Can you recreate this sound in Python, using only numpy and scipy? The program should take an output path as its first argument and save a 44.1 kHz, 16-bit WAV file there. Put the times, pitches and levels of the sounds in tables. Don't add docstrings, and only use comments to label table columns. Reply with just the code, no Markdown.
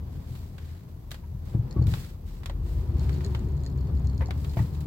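import sys
import numpy as np
from scipy import signal
from scipy.fft import rfft, irfft
from scipy.io import wavfile

SR = 44100
rng = np.random.default_rng(int(sys.argv[2]) if len(sys.argv) > 2 else 0)


def transcribe(signal):
    frames = np.atleast_2d(signal).T
    limited = np.clip(frames, -1, 1)
    pcm = np.round(limited * 32767).astype(np.int16)
    wavfile.write(sys.argv[1], SR, pcm)


N = 214326
TIME = np.arange(N) / SR


def from_db(db):
    return 10 ** (np.asarray(db) / 20)


def in_time(rows):
    times, *columns = np.transpose(rows)
    return [np.interp(TIME, times, column) for column in columns]


def at_hz(points, hz):
    frequencies, values = np.transpose(points)
    return np.interp(np.log(hz + 1e-9), np.log(frequencies), values)


def drift(corner_hz):
    hz = np.arange(N // 2 + 1) * SR / N
    wander = irfft(rfft(rng.standard_normal(N)) / (1 + (hz / corner_hz) ** 2), N)
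    return wander / np.sqrt(np.mean(wander ** 2) + 1e-20)


def add(out, start, sound):
    i = int(start * SR)
    out[..., i:i + sound.shape[-1]] += sound[..., :N - i]


def ring(force, hz, t60):
    r, w = from_db(-60 / (t60 * SR)), 2 * np.pi * hz / SR
    return signal.lfilter([0, np.sin(w)], [1, -2 * r * np.cos(w), r * r], force + 1e-18)


# f/Hz, difference/dB
LEVEL_DIFFERENCE = [(40, 1.94), (350, 3), (700, 2), (2500, -1.5), (5500, 1), (9000, -4.5), (14000, -2)]
def sides(hz):
    return from_db(at_hz(LEVEL_DIFFERENCE, hz) * np.array([[.5], [-.5]]))


# f/Hz, coefficient (-1 to 1)
CORRELATION = [(130, 1), (220, 0.68), (700, 0.39), (1500, -0.04), (5500, -0.096), (9000, -0.0066)]
def cabin_noise(spectrum, tilt_db=0, size=N):
    hz = np.arange(size // 2 + 1) * SR / size
    mid, side = rfft(rng.standard_normal((2, size)))
    alike = np.clip(at_hz(CORRELATION, hz), -1, 1)
    field = np.sqrt(1 + alike) * mid + np.sqrt(1 - alike) * side * [[1], [-1]]
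    colour = from_db(at_hz(spectrum, hz) + tilt_db * np.log2(np.maximum(hz, 700)))
    bass_rolloff = np.minimum(hz / spectrum[0][0], 1) ** 2
    noise = irfft(colour * bass_rolloff * sides(hz) * field, size)
    return noise / np.std(noise.mean(axis=0))


def burst(spectrum, decay_ms, rise_ms, tail_db, tail_ms, tilt_db=0):
    ms = 1000 * TIME[:8192]
    rise = 1 - np.exp(-ms / rise_ms)
    decay = np.exp(-ms / decay_ms) + from_db(tail_db) * np.exp(-ms / tail_ms)
    return rise * decay * cabin_noise(spectrum, tilt_db, size=len(ms))


# t/s, level/dB
ROAD_LEVEL = [(0, -34.5), (.7, -39), (1.3, -39.5), (1.85, -29.5), (2.2, -39.5), (3.05, -28.5), (3.4, -30.5),
              (4.86, -31.5)]
# f/Hz, relative level/dB
RUMBLE_SPECTRUM = [(22, -27), (31, -14), (40, -1.5), (55, -3.5), (80, 6.5), (105, -3), (135, -3.5),
                   (170, -9.5), (240, -17), (350, -24.5), (500, -30.5), (900, -73.5)]
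GRIT_SPECTRUM = [(150, -9), (350, 3.5), (520, -2.5), (700, -5), (1000, -5.5), (1400, -14), (2500, -23),
                 (5000, -26.5), (12000, -77)]
def road(lumpy_db=1.04, gritty_db=1.26, tread_db=-21):
    db, = in_time(ROAD_LEVEL)
    rumble = from_db(db + lumpy_db * drift(7.2)) * cabin_noise(RUMBLE_SPECTRUM)
    tread = from_db(db + tread_db + gritty_db * drift(42)) * cabin_noise(GRIT_SPECTRUM)
    return rumble + tread


# t/s, firing f/Hz, level/dB
ENGINE_RUN = [(0, 38.72, -51.5), (2.33, 40.02, -42.5), (2.66, 48.72, -24.5), (2.9, 59.66, -30.5),
              (3.04, 66.27, -25), (3.2, 70.61, -33), (4.12, 66.35, -27), (4.45, 71.33, -34),
              (4.86, 75.24, -31)]
# multiple of the firing frequency, relative level/dB
ENGINE_ORDERS = [(1, -1.5), (1.5, -12), (2, -7.5), (2.5, -16.5), (3, -24), (4, -24), (6, -29.5)]
def engine(unsteady=0.0081, rough_db=3.0, boom_hz=66, soft_db=30):
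    hz, db = in_time(ENGINE_RUN)
    phase = 2 * np.pi * np.cumsum(hz * (1 + unsteady * drift(9.5))) / SR
    upper_db = soft_db * np.minimum(hz / boom_hz - 1, 0)
    drone = 0
    for order, order_db in ENGINE_ORDERS:
        gain = from_db(order_db + (order > 1) * upper_db + rough_db * drift(18))
        drone += gain * np.sin(order * phase + rng.uniform(0, 2 * np.pi))
    return sides(boom_hz) * from_db(db) * np.sqrt(2) * drone


def stroke(start, length, attack_share=0.16):
    progress = np.interp((TIME - start) / length, [0, attack_share, 1], [0, .5, 1])
    return np.sin(np.pi * progress) ** 2


# t/s, duration/s, level/dB, treble tilt/(dB per octave)
HAND_STROKES = [(0, 0.85, -66, -1), (.24, 0.43, -60.5, 1), (0.572, 0.38, -62, -2), (1.106, .13, -60.5, -2),
                (1.44, .18, -60.5, -0.5), (1.851, 0.36, -49, 0), (2.237, 0.29, -60.5, 0),
                (2.606, 0.46, -60, .5), (2.89, 0.9, -58.5, -1.5), (4.298, 0.72, -58.5, 1),
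                (4.55, 0.2, -54, 1), (4.694, .4, -64.5, 3)]
# t/s, level/dB, treble tilt/(dB per octave)
FINGER_TAPS = [(.581, -48.5, -2.5), (1.108, -49, 2), (1.115, -36, 1), (1.1434, -44.5, -1),
               (1.868, -44.5, 1), (1.9381, -32.5, -3), (2.433, -47, -3.5), (2.4587, -35.5, -0.5),
               (2.497, -39, -4.5), (3.093, -43.5, -3), (3.207, -43.5, -5), (3.3483, -34, -4),
               (4.3076, -34, -3.5), (4.445, -42.5, -2.5), (4.806, -52, 3.5)]
# f/Hz, relative level/dB
LEATHER_SPECTRUM = [(500, -6), (1100, -4.5), (1900, -1), (2800, -3.5), (4500, -2), (6000, -8), (7800, -6),
                    (9500, -12.5), (12000, -9.5), (16000, -6)]
TAP_SPECTRUM = [(500, -4), (800, -6), (1050, -1), (2000, -2), (2700, -4.5), (3800, -2), (6000, -12),
                (7600, -10), (9300, -19), (11500, -14.5), (16000, -17)]
def hands(grip_db=-70, grain_db=1.5, brushes_per_s=6, brush_db=-55, usual_db=-39, halving_db=11.5):
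    rubbing, total_speed = from_db(grip_db) * cabin_noise(LEATHER_SPECTRUM), 0
    for start, length, db, tilt_db in HAND_STROKES:
        speed = stroke(start, length)
        rubbing += from_db(db) * speed * cabin_noise(LEATHER_SPECTRUM, tilt_db)
        total_speed += speed
    out = from_db(grain_db * drift(120)) * rubbing
    brush_times = TIME[rng.random(N) < brushes_per_s * total_speed / SR]
    brushes = [(start, brush_db, 0) for start in brush_times]
    for start, db, tilt_db in FINGER_TAPS + brushes:
        decay_ms = 4.1 * 2 ** ((usual_db - db) / halving_db)
        tap = burst(TAP_SPECTRUM, decay_ms, rise_ms=0.21, tail_db=-15, tail_ms=26, tilt_db=tilt_db)
        add(out, start, from_db(db) * tap)
    return out


# f/Hz, relative level/dB
HISS_SPECTRUM = [(500, -2), (4500, -27), (6000, -1), (7800, -13), (9600, -15), (11500, 1.5), (16000, -0.5)]
def hiss(level_db=-70):
    return from_db(level_db) * cabin_noise(HISS_SPECTRUM)


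# t/s, clatter level/dB, ring f/Hz, ring level/dB
TRIM_CLUNKS = [(1.236, -59, 954, -51.5), (2.498, -56, 553, -41), (4.208, -39.5, 915, -35),
               (4.218, -41.5, 521, -34), (4.287, -54, 742, -35.5), (4.569, -38.5, 674, -31.5),
               (4.589, -39.5, 880, -35.5)]
# f/Hz, relative level/dB
CLATTER_SPECTRUM = [(300, -2.5), (880, 6.5), (1250, -1), (2000, 1), (2800, -11), (5000, -20.5), (9000, -36),
                    (11500, -23), (16000, -43)]
def trim(ring_t60=0.075):
    out = np.zeros((2, N))
    for start, db, hz, ring_db in TRIM_CLUNKS:
        clatter = burst(CLATTER_SPECTRUM, decay_ms=11, rise_ms=1.1, tail_db=-13, tail_ms=40)
        add(out, start, from_db(db) * clatter)
        add(out, start, from_db(ring_db) * sides(hz) * ring(TIME == 0, hz, ring_t60))
    return out


# t/s, impulse level/dB, contact time/ms
POTHOLE_BLOWS = [(1.346, -21.5, 8.1), (1.54, -31.5, 1.2), (1.549, -15, 3.27), (1.593, -13, 7.6),
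                 (1.764, -18, 2.33), (1.792, -12.5, 5.1), (1.815, -12.5, 4.1), (1.859, -18.5, 5.1),
                 (1.879, -13.5, 4.3), (1.921, -21, 4.3), (2.954, -20.5, 3.9), (4.571, -16.5, 3.75),
                 (4.602, -11.5, 5.4)]
# f/Hz, relative level/dB, T60/s
BODY_MODES = [(82, -12.5, 0.69), (95, -43, 0.091), (117.4, 0, 0.17), (135.7, -11, 0.24),
              (163.7, -11.5, 0.26), (191.3, -11.5, 0.13), (285.5, -12.5, 0.13), (321.7, -10.5, 0.14)]
# f/Hz, relative level/dB
RATTLE_SPECTRUM = [(150, -1), (290, -2.5), (420, -6), (600, -13.5), (1000, -25), (1400, -29.5), (2200, -40),
                   (5000, -60)]
def suspension(leak_hz=58, joint_db=-21.5, usual_contact_ms=3.6, loss_db_per_doubling=11):
    force, rattle = np.zeros(N), np.zeros((2, N))
    for centre, db, contact_ms in POTHOLE_BLOWS:
        progress = np.minimum(1000 * TIME[:1024] / contact_ms, 1)
        push = np.sin(np.pi * progress) ** 2
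        add(force, centre - contact_ms / 2000, from_db(db) * push / push.sum())
        rattle_db = db + joint_db - loss_db_per_doubling * np.log2(contact_ms / usual_contact_ms)
        joints = burst(RATTLE_SPECTRUM, decay_ms=14.4, rise_ms=2.0, tail_db=-20.5, tail_ms=12)
        add(rattle, centre, from_db(rattle_db) * joints)
    force = signal.sosfilt(signal.butter(2, leak_hz, "high", fs=SR, output="sos"), force)
    body = sum(sides(hz) * from_db(db) * ring(force, hz, t60) for hz, db, t60 in BODY_MODES)
    return rattle + body


# t/s, level/dB
WHEEL_SLIPS = [(1.7102, -43.5), (1.824, -46), (2.9956, -47), (3.13, -44.5), (3.247, -36.5), (3.636, -48.5),
               (3.6634, -43), (3.8714, -54), (3.952, -54), (4.0716, -48.5), (4.0978, -50.5),
               (4.1789, -48.5), (4.259, -47), (4.4954, -47)]
# f/Hz, relative level/dB, T60/s
PLASTIC_MODES = [(1836, -8, 0.018), (4215, -2, 0.014), (4430, -6.5, 0.042), (5060, -1, 0.0075),
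                 (6920, 4, 0.0041), (7430, -8.5, 0.0043), (8360, -13, .007)]
def wheel_ticks(vary_db=3.5, scatter_db=-30, scatter_s=0.01, turn_s=2.9, faint_db=-57, faint_per_s=40):
    out, t = np.zeros((2, N)), TIME[:2048]
    faint = from_db(faint_db) * (rng.random(N) < faint_per_s * (TIME > turn_s) / SR)
    second_slips = [(start + 0.016 * rng.uniform(.7, 1.1), db - 7.5) for start, db in WHEEL_SLIPS]
    for hz, mode_db, t60 in PLASTIC_MODES:
        force = faint * rng.standard_normal((2, N))
        for start, db in WHEEL_SLIPS + second_slips:
            echoes = from_db(scatter_db) * np.exp(-t / scatter_s) * rng.standard_normal((2, len(t)))
            strength = from_db(db + vary_db * rng.standard_normal())
            impulse = (t == 0) * rng.choice([-1, 1], (2, 1))
            add(force, start, strength * (impulse + echoes))
        out += from_db(mode_db) * ring(force, hz, t60)
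    return out


def squeak(start=1.76, end=1.8, hz=1118, level_db=-50, waver=0.035, fade_s=0.005):
    gate = np.clip(np.minimum(TIME - start, end - TIME) / fade_s, 0, 1)
    phase = 2 * np.pi * np.cumsum(hz * (1 + waver * drift(200))) / SR
    return sides(hz) * from_db(level_db) * gate * np.sqrt(2) * np.sin(phase)


# t/s, f/Hz, level/dB
PUMP_HUM = [(2.3, 345, -73), (2.55, 352, -52), (3.25, 367.1, -44.5), (3.6, 359, -49.5), (4.86, 353.2, -61)]
def pump(waver=0.03977, rough_db=3):
    hz, db = in_time(PUMP_HUM)
    gain = from_db(db + rough_db * drift(14))
    phase = 2 * np.pi * np.cumsum(hz * (1 + waver * drift(27))) / SR
    return sides(hz) * gain * np.sin(phase)


def scene():
    return road() + engine() + hands() + hiss() + trim() + suspension() + wheel_ticks() + squeak() + pump()


def record(dry, low_hz=25, high_hz=15900):
    thinned = signal.sosfilt(signal.butter(2, low_hz, "high", fs=SR, output="sos"), dry)
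    return signal.sosfilt(signal.ellip(12, .1, 80, high_hz, fs=SR, output="sos"), thinned)


dry = scene()
out = record(dry)
transcribe(out)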